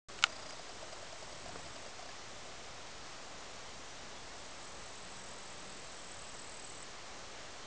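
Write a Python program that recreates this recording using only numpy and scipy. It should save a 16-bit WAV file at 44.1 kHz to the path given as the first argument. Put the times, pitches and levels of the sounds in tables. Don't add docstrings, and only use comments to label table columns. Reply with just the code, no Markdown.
import sys
import numpy as np
from scipy import signal
from scipy.fft import rfft, irfft, next_fast_len
from scipy.io import wavfile
from scipy.ndimage import uniform_filter1d, map_coordinates

SR = 44100
rng = np.random.default_rng(int(sys.argv[2]) if len(sys.argv) > 2 else 0)


def materialize(psi):
    bounded = np.clip(np.atleast_2d(psi).T, -1, 1)
    quanta = np.round(bounded * 32767).astype(np.int16)
    wavfile.write(sys.argv[1], SR, quanta)


N = 337806

# (f/Hz, relative level/dB)
FLAME_SPECTRUM = [(8, -4), (22, -1.5), (60, 0.5), (110, -1.5), (180, -4), (260, -4.5), (400, -10),
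                  (600, -28), (900, -59)]
EMBER_SPECTRUM = [(600, -22), (1400, -5.5), (2000, 0), (2800, 0), (4000, -0.5), (5500, -1.5), (7000, -1.86),
                  (8500, -2), (10000, -38.5)]
WASH_SPECTRUM = [(120, -25.5), (280, -7.5), (400, -2.5), (650, 0), (900, -3), (1200, -2.5), (1500, -6.5),
                 (2000, -9), (3500, -30.5)]
WING_SPECTRUM = [(6000, -44.5), (7100, -21), (7500, -9), (7700, -7), (7850, 0), (8000, -3), (8300, -8),
                 (9000, -30)]
GEAR_SPECTRUM = [(300, -15.5), (700, 6.5), (1500, 2.5), (2800, -5.5), (4200, -3), (4900, 7), (5500, -1.5),
                 (8000, -6)]
# (crest t/s, half width/s, rise/dB)
FLARES = [(1.53, .12, 5.5), (4.19, .11, 3.5), (5.68, .08, 2.5)]
# (end t/s, initial stroke rate/Hz, final level before the surge/dB)
TRILLS = [(1.9, 51.5, -54), (6.85, 44, -45.3)]
# (t/s, ring level before the bass cut/dB, crack relative to ring/dB)
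CLICKS = [(0.189, -38, -2), (0.2254, -28, -0.5), (0.229, -35.5, -9), (0.2389, -8, -14), (0.266, -37, -7),
          (0.507, -38, 1)]
# (t/s, moves, frames between moves, move length/s, whine level/dB,
# barrel level/dB, barrel f/Hz, barrel fade per move/dB)
FOCUS_RUNS = [(.2558, 9, 1, 0.013, -52, -47, 646, 0), (.591, 2, 3, 0.0063, -54.5, -47, 690, 2),
              (.8238, 6, 3, 0.0073, -52.5, -41, 624, .7), (1.455, 2, 1, .0075, -54, -42, 687, -0.5),
              (1.556, 2, 1, .007, -53, -46.5, 690, -0.5), (1.657, 3, 3, 0.0085, -51, -44.5, 645, -0.5),
              (1.990, 4, 1, 0.0062, -56, -41.5, 699, 2.2)]
# (t/s, peak level/dB)
KNOCKS = [(1.558, -35)]
# (f/Hz, relative level/dB, T60/s)
SHELL_MODES = [(790, -19.5, .04), (1090, -16.5, 0.02), (1224, -9.5, 0.028), (1434, -3.5, 0.024),
               (1883, -10.5, 0.016), (2230, -4.5, .015), (2646, -3, 0.013), (2980, 0, .012),
               (3720, -7.5, 0.016), (4160, -13, 0.017), (5170, -14, .012), (5510, -13.5, 0.013),
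               (6420, -15.5, 0.014), (7260, -12.5, 0.0078)]
GRIP_MODES = [(170, -13.5, 0.045), (467, -0.5, .035), (1162, -1, .02), (1510, -4, .015)]
LENS_MODES = [(1250, -6, .05), (1706, 0, .05)]
# (f/Hz, gain/dB)
RECONSTRUCTION = [(5500, 0), (6600, -0.74), (7400, -2.5), (8000, -5.5), (8700, -10.5), (9200, -18),
                  (9700, -23), (10000, -42)]

TIME = np.arange(N) / SR


def amp(db):
    return 10 ** (np.asarray(db) / 20)


def unit(x):
    return x / np.sqrt(np.mean(x ** 2) + 1e-20)


def bell(t, centre, width):
    return np.exp(-.5 * ((t - centre) / width) ** 2)


def gain_at(spectrum, hz):
    f, db = np.transpose(spectrum)
    return amp(np.interp(np.log(hz + 1), np.log(f + 1), db))


def wobble(rate):
    return map_coordinates(rng.standard_normal(int(N * rate / SR) + 4), [TIME * rate])


def filtered(x, response):
    size = next_fast_len(N + SR // 2)
    return irfft(rfft(x, size) * response(np.fft.rfftfreq(size, 1 / SR)), size)[..., :N]


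def coloured(x, spectrum):
    return unit(filtered(x, lambda hz: gain_at(spectrum, hz)))


def rush(spectrum, patchy_db):
    cells = signal.stft(rng.standard_normal(N), nperseg=512)[2]
    patches = uniform_filter1d(rng.standard_normal(cells.shape), size=6, axis=0)
    patches = uniform_filter1d(patches, size=14, axis=1)
    noise = signal.istft(cells * amp(patchy_db * unit(patches)), nperseg=512)[1]
    return coloured(noise[:N], spectrum)


def add(track, s, sound):
    part = track[max(round(s * SR), 0):][:len(sound)]
    part += sound[:len(part)]


def ring(modes, t, scatter_db):
    motion = np.zeros(len(t))
    for k, (hz, db, t60) in enumerate(modes):
        envelope = amp(db + scatter_db * rng.standard_normal() - 60 * t / t60)
        motion += (-1) ** k * envelope * np.sin(2 * np.pi * hz * t)
    return motion / np.abs(motion).max()


def fire(flame_db=-61.5, flicker_db=.8, hiss_db=-54.6, tick_db=-74.5, ticks_per_s=45):
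    flare_db = sum(db * bell(TIME, s, width) for s, width, db in FLARES)
    flames = amp(flame_db + flare_db + flicker_db * wobble(14)) * rush(FLAME_SPECTRUM, patchy_db=.4)
    hiss = amp(hiss_db + .08 * wobble(9.7)) * rush(EMBER_SPECTRUM, patchy_db=.71)
    ticks = rng.random(N) < ticks_per_s / SR
    strength = amp(3.7 * np.minimum(rng.exponential(size=N), 3))
    return flames + hiss + amp(tick_db) * coloured(ticks * strength, EMBER_SPECTRUM)


def garden_wash(level_db=-54):
    return amp(level_db + .2 * wobble(7)) * rush(WASH_SPECTRUM, patchy_db=.52)


def cricket(trill_s=2.75, sag_hz_per_s=1.9, swell_db_per_decade=12, surge_db=1.2, surge_s=1.6):
    envelope = np.zeros(N)
    t = np.arange(-SR // 80, SR // 80) / SR
    for end, start_rate, db in TRILLS:
        sung = TIME - (end - trill_s)
        rate = (start_rate - sag_hz_per_s * sung) * (sung > 0) * (TIME < end)
        stroke_count = np.floor(np.cumsum(rate) / SR)
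        for i in np.flatnonzero(np.diff(stroke_count)):
            swell = swell_db_per_decade * np.log10(sung[i] / trill_s)
            surge = -surge_db * np.cos(2 * np.pi * sung[i] / surge_s)
            level_db = db + swell + surge + .6 * rng.standard_normal()
            add(envelope, TIME[i] + t[0], amp(level_db) * bell(t, 0, width=.0045))
    return envelope * coloured(rng.standard_normal(N), WING_SPECTRUM)


def button(cutoff_hz=650):
    clicks, t = np.zeros(N), np.arange(SR // 10) / SR
    for s, db, crack_db in CLICKS:
        shell = ring(SHELL_MODES, t, scatter_db=.5)
        crack_envelope = amp(crack_db - 60 * t / .013) + amp(-28.5 - 60 * t / .13)
        add(clicks, s, amp(db) * (shell + crack_envelope * rng.standard_normal(len(t))))
    return signal.sosfilt(signal.butter(3, cutoff_hz, "highpass", fs=SR, output="sos"), clicks)


def focus_motor(step_hz=4805, frame_s=1 / 30, barrel_t60=.033, gear_db=-50.5, detune=.025):
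    tones, gears = np.zeros(N), np.zeros(N)
    t = np.arange(SR // 12) / SR
    whine = np.sin(2 * np.pi * step_hz * t) + amp(-10) * np.sin(2 * np.pi * 5780 * t)
    whine *= 1 - np.exp(-t / .003)
    for start, moves, frames, length, whine_db, barrel_db, barrel_hz, fade_db in FOCUS_RUNS:
        running = np.clip(t / .001, 0, 1) * np.clip((length - t) / .003 + 1, 0, 1)
        swing = np.minimum(t / length, 1) * amp(-60 * np.maximum(t - length, 0) / barrel_t60)
        hz = barrel_hz * (1 + .1 * np.tanh((t - length) / length))
        for k, (louder, higher) in enumerate(rng.standard_normal((round(moves), 2))):
            s = start + k * round(frames) * frame_s
            barrel = swing * np.sin(2 * np.pi * np.cumsum(hz * (1 + detune * higher)) / SR)
            add(tones, s, amp(barrel_db - k * fade_db + .8 * louder) * barrel)
            add(tones, s, amp(whine_db) * running * whine)
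            add(gears, s, amp(gear_db) * running)
    return tones + gears * coloured(rng.standard_normal(N), GEAR_SPECTRUM)


def hand_knock():
    knocks, t = np.zeros(N), np.arange(SR // 10) / SR
    for s, db in KNOCKS:
        add(knocks, s, amp(db) * ring(GRIP_MODES, t, scatter_db=1))
    return knocks


def lens_stop(at_s=2.089, peak_db=-43):
    tap, t = np.zeros(N), np.arange(SR // 12) / SR
    add(tap, at_s, amp(peak_db) * ring(LENS_MODES, t, scatter_db=3))
    return tap


def distant_hum(hz=194, crest_s=5.45, half_width_s=.6, level_db=-64.5):
    envelope = amp(level_db + 1.5 * wobble(9)) * bell(TIME, crest_s, half_width_s)
    return envelope * np.sin(2 * np.pi * np.cumsum(hz + 1.5 * wobble(6)) / SR)


def scene():
    mono = fire() + garden_wash() + cricket()
    mono += button() + focus_motor() + hand_knock() + lens_stop() + distant_hum()
    return np.array([mono, mono])


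def record(dry, start_s=.086, converter_hz=16000, quantum=.0052, top_hz=10200):
    samples = signal.resample_poly(dry * (TIME >= start_s), converter_hz, SR, axis=1)
    quantised = quantum * np.floor(samples / quantum)
    spikes = np.kron(quantised, [3, 0, 0])
    played = signal.resample_poly(spikes, SR, 3 * converter_hz, axis=1)[:, :N]
    return filtered(played, lambda hz: gain_at(RECONSTRUCTION, hz) * (hz < top_hz))


dry = scene()
out = record(dry)
materialize(out)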